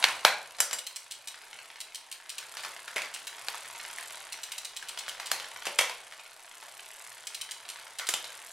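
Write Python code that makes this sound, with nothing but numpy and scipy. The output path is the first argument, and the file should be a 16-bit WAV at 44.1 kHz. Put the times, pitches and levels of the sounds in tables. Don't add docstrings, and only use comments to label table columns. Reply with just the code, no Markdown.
import sys
import numpy as np
from scipy import signal
from scipy.fft import rfft, irfft, next_fast_len
from scipy.io import wavfile
from scipy.ndimage import uniform_filter1d

SR = 44100
rng = np.random.default_rng(int(sys.argv[2]) if len(sys.argv) > 2 else 0)


def file_out(sig):
    cols = np.atleast_2d(sig).T
    lim = np.clip(cols, -1, 1)
    pcm = np.round(lim * 32767).astype(np.int16)
    wavfile.write(sys.argv[1], SR, pcm)


N = 375732


# time_s, knock_db, tick_db
CHAIN_LEVELS = [(0, -31.5, -42), (0.3, -46.5, -49), (1.05, -50.5, -47), (1.55, -48, -52), (2.1, -52, -52),
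                (2.63, -45, -43), (2.82, -48, -49.5), (3.15, -45, -46), (4.05, -44.5, -42.5),
                (4.6, -48.5, -48), (5.3, -42.5, -50.5), (5.78, -47.5, -44.5), (6.05, -48.5, -53),
                (6.35, -50.5, -52), (7.05, -48.5, -46), (7.5, -47.5, -47), (8.52, -47.5, -46)]
SLACK_KNOCK_DB, SLACK_TICK_DB = -1.5, -5

def chain():
    knock_db, tick_db = curves(CHAIN_LEVELS) + np.outer([SLACK_KNOCK_DB, SLACK_TICK_DB], slack())
    ticks = amp(tick_db - 6.5) * link_ticks()
    rattle = amp(knock_db - 6) * roller_knocks() + amp(knock_db - 9) * plate_rustle()
    return ticks, rattle


# time_s, level_db
INNER_LINK_LEVELS = [(3.2, -3), (3.5, -6), (4.6, -20), (6.0, 3), (7.2, -3), (8.3, -3)]
# frequency_hz, level_db
TICK_SPECTRUM = [(200, -73), (600, -33), (2000, -10), (5000, -6), (8000, -2), (10500, -3.5), (13000, -10.5),
                 (16000, -30)]
# pitch_hz, width_hz, lift_db
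LINK_RESONANCES = [(6400, 300, 6), (7600, 860, 6), (9100, 430, 5.5), (9720, 650, 5.5), (11900, 1600, 6)]

def link_ticks():
    seat = link_train(0.01, every=1, t60=0.016, scatter_db=1.6, jitter_s=0.0003, snap=0.2)
    inner = link_train(0.7, every=2, t60=0.017, scatter_db=2, jitter_s=0.0004, snap=0.2)
    outer = link_train(1.74, every=2, t60=0.014, scatter_db=2, jitter_s=0.0004, snap=0.2)
    pulley = amp(-5) * (outer + amp(curves(INNER_LINK_LEVELS)[0]) * inner)
    return unit(coloured(seat + pulley, lambda hz: along(TICK_SPECTRUM, hz) + peaks(LINK_RESONANCES, hz)))


# frequency_hz, level_db
KNOCK_SPECTRUM = [(40, -17.5), (120, -20.5), (300, -19.5), (550, -13), (950, 3.5), (1200, 1.5), (1500, 5.5),
                  (2600, 4), (4500, -1), (6000, -5), (11000, -21.5), (16000, -28)]

def roller_knocks():
    heavy = link_train(0.62, every=2, t60=0.016, scatter_db=9.5, jitter_s=0.001052, snap=0.64)
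    loose = link_train(0.62, every=1, t60=0.01, scatter_db=1, jitter_s=0.007, snap=0.52)
    return unit(coloured(heavy + amp(1.5) * loose, lambda hz: along(KNOCK_SPECTRUM, hz)))


# frequency_hz, level_db
RUSTLE_SPECTRUM = [(20, -8), (45, -51), (80, -27.5), (120, -8), (160, -23.5), (300, -11.5), (520, 0),
                   (900, 3.5), (2400, -3.5), (4300, -5), (5500, -11), (10000, -6.5), (12000, -17),
                   (14000, -54), (16000, -24)]

def plate_rustle():
    return unit(coloured(rng.standard_normal(N), lambda hz: along(RUSTLE_SPECTRUM, hz)))


# time_s, links_per_s
CHAIN_SPEED = [(0.0, 24.6), (0.65, 20.8), (1.78, 37.0), (2.21, 35.2), (2.81, 36.1), (3.03, 34.3),
               (4.03, 41.3), (4.53, 40.8), (4.94, 36.2), (5.25, 37.3), (5.73, 31.7), (6.24, 30.1),
               (6.59, 35.2), (7.25, 38.7), (7.47, 36.4), (8.15, 37.5), (8.5, 43.6)]

def link_train(offset_links, every, t60, scatter_db, jitter_s, snap):
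    travel = np.cumsum(curves(CHAIN_SPEED)[0]) / SR
    times = np.interp(np.arange(offset_links, travel[-1], every), travel, np.arange(N) / SR)
    track = np.zeros(N)
    for s, (late, force) in zip(times, rng.standard_normal((len(times), 2))):
        add(track, s + jitter_s * late, amp(scatter_db * np.tanh(force)) * contact(t60, snap))
    return unit(track)


def shifts():
    tracks = np.zeros((2, N))
    derailleur_snaps(tracks)
    chain_drops(tracks)
    link_catches(tracks)
    return amp(30.5) * tracks


# start_s, level_db, bass_db, treble_db, pitch_hz, echo_db
DERAILLEUR_SNAPS = [(0.0412, -14, -12.5, -15, 2360, -15), (0.25, -16.5, -4, -8.5, 1650, -3),
                    (3.4845, -34, -4.5, -5.5, 4400, -5), (5.316, -28.5, -4.5, -1, 4150, -3.5)]
# pitch_hz, width_hz, lift_db
DERAILLEUR_RESONANCES = [(800, 160, 4), (1530, 500, 3), (2350, 360, 6), (4330, 500, 5.5),
                         (13000, 2500, 5.5)]

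def derailleur_snaps(tracks):
    for s, db, bass_db, treble_db, pitch_hz, echo_db in DERAILLEUR_SNAPS:
        part = lambda hz: peaks(DERAILLEUR_RESONANCES, hz) + struck_part(hz, pitch_hz, lift_db=3.5)
        clunk(tracks, s, db, part, bass_db, treble_db, t60=0.014, echo_db=echo_db)


# start_s, level_db, bass_db, treble_db, chatter_t60_s, pitch_hz, lift_db, ring_db
CHAIN_DROPS = [(0.586, -44, 2.5, -5, 0.064, 4950, 7, -8), (0.604, -26.5, -6.5, 5, 0.012, 1270, 3.5, -2),
               (0.7308, -35, -5, 1.5, 0.038, 820, 5.5, 2), (2.9616, -34, 1, -7, 0.014, 260, 13, -28),
               (2.9667, -35.5, -0.5, -6, 0.093, 2180, 15.5, -26),
               (5.6547, -33.5, -14, -6, 0.088, 620, 9, -26),
               (5.6684, -33, 4.5, -5.5, 0.035, 2670, 9.5, -23),
               (5.7884, -27.5, -9, 2.5, 0.015, 3100, 12, -20),
               (5.7905, -25, -5.5, -7, 0.02, 2220, 10.5, -18),
               (5.8111, -30.5, 1.5, -2.5, 0.021, 524, -1, -22),
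               (8.0894, -27.5, -12.5, 0, 0.03, 334, 18, -10),
               (8.139, -32.5, -3.5, 0.5, 0.025, 3230, 11, -7)]

def chain_drops(tracks):
    close, _ = tracks
    for s, db, bass_db, treble_db, t60, pitch_hz, lift_db, ring_db in CHAIN_DROPS:
        part = lambda hz: struck_part(hz, pitch_hz, lift_db)
        clunk(tracks, s, db, part, bass_db, treble_db, t60, echo_db=-3)
        add(close, s, amp(db + ring_db) * sprocket_ring())


# pitch_hz, level_db, t60_s
SPROCKET_MODES = [(2960, 0, 0.14), (3920, -4, 0.27), (4740, -1, 0.36), (5890, -8.5, 0.58), (5900, -29, .34),
                  (7400, 8.5, .2), (8000, 3, .15), (8920, 1, 0.32), (10430, 0, .3), (11800, -9, 0.18),
                  (13600, -10, .18)]

def sprocket_ring():
    t = np.arange(SR // 5) / SR
    ring = np.zeros(len(t))
    for hz, db, t60 in SPROCKET_MODES:
        cluster = hz * (1 + 0.003 * rng.standard_normal((3, 1)))
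        ring += amp(db - 60 * t / t60) * np.sin(2 * np.pi * cluster * t).sum(axis=0)
    return ring / np.linalg.norm(ring)


# start_s, level_db, pitch_hz
LINK_CATCHES = [(0.05, -28, 2460), (0.086, -32.5, 790), (0.711, -37, 7600), (2.389, -45.5, 1010),
                (2.57, -39.5, 4100), (2.6389, -40, 960), (2.6486, -37.5, 1170), (2.8798, -41.5, 1500),
                (2.981, -37, 1970), (3.0195, -36.5, 2180), (3.545, -41, 970), (3.9846, -42, 1920),
                (4.8263, -43.5, 1600), (4.975, -40, 3220), (5.081, -39.5, 1550), (5.1993, -37, 870),
                (5.3995, -40, 3340), (5.8399, -40, 2880), (5.8962, -36.5, 860), (6.123, -48, 1920),
                (6.6269, -48, 870), (6.6828, -50.5, 910), (7.9965, -35, 1460), (8.243, -41.5, 4070)]

def link_catches(tracks):
    for s, db, pitch_hz in LINK_CATCHES:
        part = lambda hz: struck_part(hz, pitch_hz, lift_db=7)
        clunk(tracks, s, db, part, bass_db=-8, treble_db=-8, t60=0.016, echo_db=0)


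# frequency_hz, level_db
CLUNK_SPECTRUM = [(30, -40), (90, -42), (180, -7), (260, -12.5), (400, -3.5), (520, 5), (850, 5.5),
                  (1200, 3.5), (2000, 2), (4300, -1), (6500, 2), (10000, 1), (13000, -7), (16000, -18)]
# frequency_hz, share
BASS_SHELF = [(750, 1), (1300, 0)]
TREBLE_SHELF = [(4500, 0), (6500, 1)]
SCRAPE_DB, SCRAPE_LEAD_S = -17.5, 0.0035

def clunk(tracks, s, db, part, bass_db, treble_db, t60, echo_db):
    close, sent = tracks
    shelves = lambda hz: bass_db * along(BASS_SHELF, hz) + treble_db * along(TREBLE_SHELF, hz)
    body = lambda hz: along(CLUNK_SPECTRUM, hz) + shelves(hz) + part(hz)
    add(close, s - SCRAPE_LEAD_S, amp(db + SCRAPE_DB) * coloured(contact(t60=0.043, snap=0), body))
    add(close, s, amp(db) * coloured(contact(t60, snap=0.66), body))
    add(sent, s, amp(db + echo_db) * coloured(contact(t60, snap=2.26), body))


OVERRUN_TEETH = [(.786, .867, .96, 1.111, 1.274), (1.804, 1.947, 2.115, 2.294, 2.382), (3.14, 3.27),
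                 (4.324, 4.433, 4.519, 4.581, 4.648, 4.765, 4.886, 4.988, 5.087, 5.259),
                 (7.27, 7.346, 7.413, 7.51, 7.689), (7.986, 8.069)]
# frequency_hz, level_db
PAWL_SPECTRUM = [(100, -42), (500, -31), (1000, -28), (2200, -3.5), (3400, -4.5), (4200, 1), (6000, -2.5),
                 (9500, -0.5), (11500, -9), (16000, -17)]
# pitch_hz, width_hz, lift_db
SHELL_RESONANCES = [(3020, 790, 9), (3960, 350, 5.5), (5920, 290, 5), (7600, 380, 4.5), (8800, 700, 4),
                    (12800, 510, 7)]
TOOTH_S, PAWL_LAG_S = 0.1, 0.0044

def freehub():
    track = np.zeros(N)
    for run in OVERRUN_TEETH:
        for s, slowness in zip(run, np.gradient(run) / TOOTH_S):
            force = amp(-0.9 * np.log2(slowness))
            lag_s = PAWL_LAG_S * slowness ** 1.5
            add(track, s, force * amp(-9.2) * contact(t60=0.031, snap=0.46))
            add(track, s + lag_s, force * amp(-9) * contact(t60=0.027, snap=0.2))
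    return coloured(track, lambda hz: along(PAWL_SPECTRUM, hz) + peaks(SHELL_RESONANCES, hz))


def slack(fade_s=0.19):
    return sum(curves([(run[0] - fade_s, 0), (run[0], 1), (run[-1], 1), (run[-1] + fade_s, 0)])[0]
               for run in OVERRUN_TEETH)


# frequency_hz, t60_s
WORKSHOP_DECAY = [(100, 0.54), (550, 0.52), (1500, 0.38), (4000, 0.39), (9000, 0.26), (15000, 0.21)]

def room_tail(build_up_s=0.00075):
    hz, t, noise = signal.stft(rng.standard_normal(SR * 3 // 4), SR, nperseg=256)
    decay = amp(-60 * t / along(WORKSHOP_DECAY, hz)[:, None])
    tail = signal.istft(noise * decay, SR, nperseg=256)[1]
    tail *= 1 - np.exp(-np.arange(len(tail)) / SR / build_up_s)
    return tail / np.linalg.norm(tail)


def workshop(x, tails=4, block=1024):
    chosen = np.repeat(rng.integers(tails, size=N // block + 1), block)[:N]
    shares = [np.abs(uniform_filter1d((chosen == k).astype(float), block // 2)) for k in range(tails)]
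    return sum(signal.fftconvolve(x * np.sqrt(share), room_tail())[:N] for share in shares)


def contact(t60, snap, size=4096):
    life = np.arange(size) / SR / max(t60, 1e-3)
    chatter = rng.standard_normal(size) * amp(-60 * life) * (1 - np.exp(-life / 0.016))
    chatter /= np.linalg.norm(chatter)
    chatter[0] = snap
    return chatter / np.linalg.norm(chatter)


def struck_part(hz, pitch_hz, lift_db):
    return lift_db / (1 + (np.log((hz + 1) / pitch_hz) / 0.21) ** 2)


def peaks(resonances, hz):
    return sum(db / (1 + (2 * (hz - f) / width) ** 2) for f, width, db in resonances)


def amp(db):
    return 10 ** (np.asarray(db) / 20)


def unit(x):
    return x / np.sqrt(np.mean(x ** 2) + 1e-20)


def along(points, hz):
    f, v = np.transpose(points)
    return np.interp(np.log(hz + 1), np.log(f + 1), v)


def curves(rows):
    s, *cols = np.transpose(rows)
    return [np.interp(np.arange(N) / SR, s, c) for c in cols]


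def add(track, s, sound):
    start = int(np.clip(round(s * SR), 0, N))
    track[start:start + len(sound)] += sound[:N - start]


def coloured(x, gain_db, size=4096):
    cepstrum = irfft(np.log(amp(gain_db(np.fft.rfftfreq(size, 1 / SR)))))
    cepstrum[1:size // 2] *= 2
    cepstrum[size // 2 + 1:] = 0
    return signal.fftconvolve(x, irfft(np.exp(rfft(cepstrum))))[:len(x)]


def filtered(x, response):
    size = next_fast_len(N + SR // 2)
    return irfft(rfft(x, size) * response(np.fft.rfftfreq(size, 1 / SR)), size)[..., :N]


def capsules(x, lag_s):
    return filtered(x, lambda hz: np.exp(np.pi * 1j * hz * lag_s * np.array([[-1], [1]])))


# frequency_hz, side_to_mid_db
ECHO_WIDTH = [(30, -3), (200, -26), (500, -25), (1300, -30), (2500, -13), (5000, -9), (10000, -6.5),
              (15000, -3)]

def scene():
    ticks, rattle = chain()
    clicks = freehub()
    clunks, clunks_sent = shifts()
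    direct = capsules(ticks + rattle + clicks, lag_s=1.5e-5) + capsules(clunks, lag_s=2.2e-5)
    sent = amp(-9) * ticks + amp(-2) * rattle + amp(-4.5) * clicks + clunks_sent
    mid = workshop(sent)
    side = filtered(workshop(sent), lambda hz: amp(along(ECHO_WIDTH, hz)))
    return direct + np.array([mid + side, mid - side])


def record(dry):
    return filtered(np.clip(dry, -1, 1), lambda hz: hz < 16100)


dry = scene()
out = record(dry)
file_out(out)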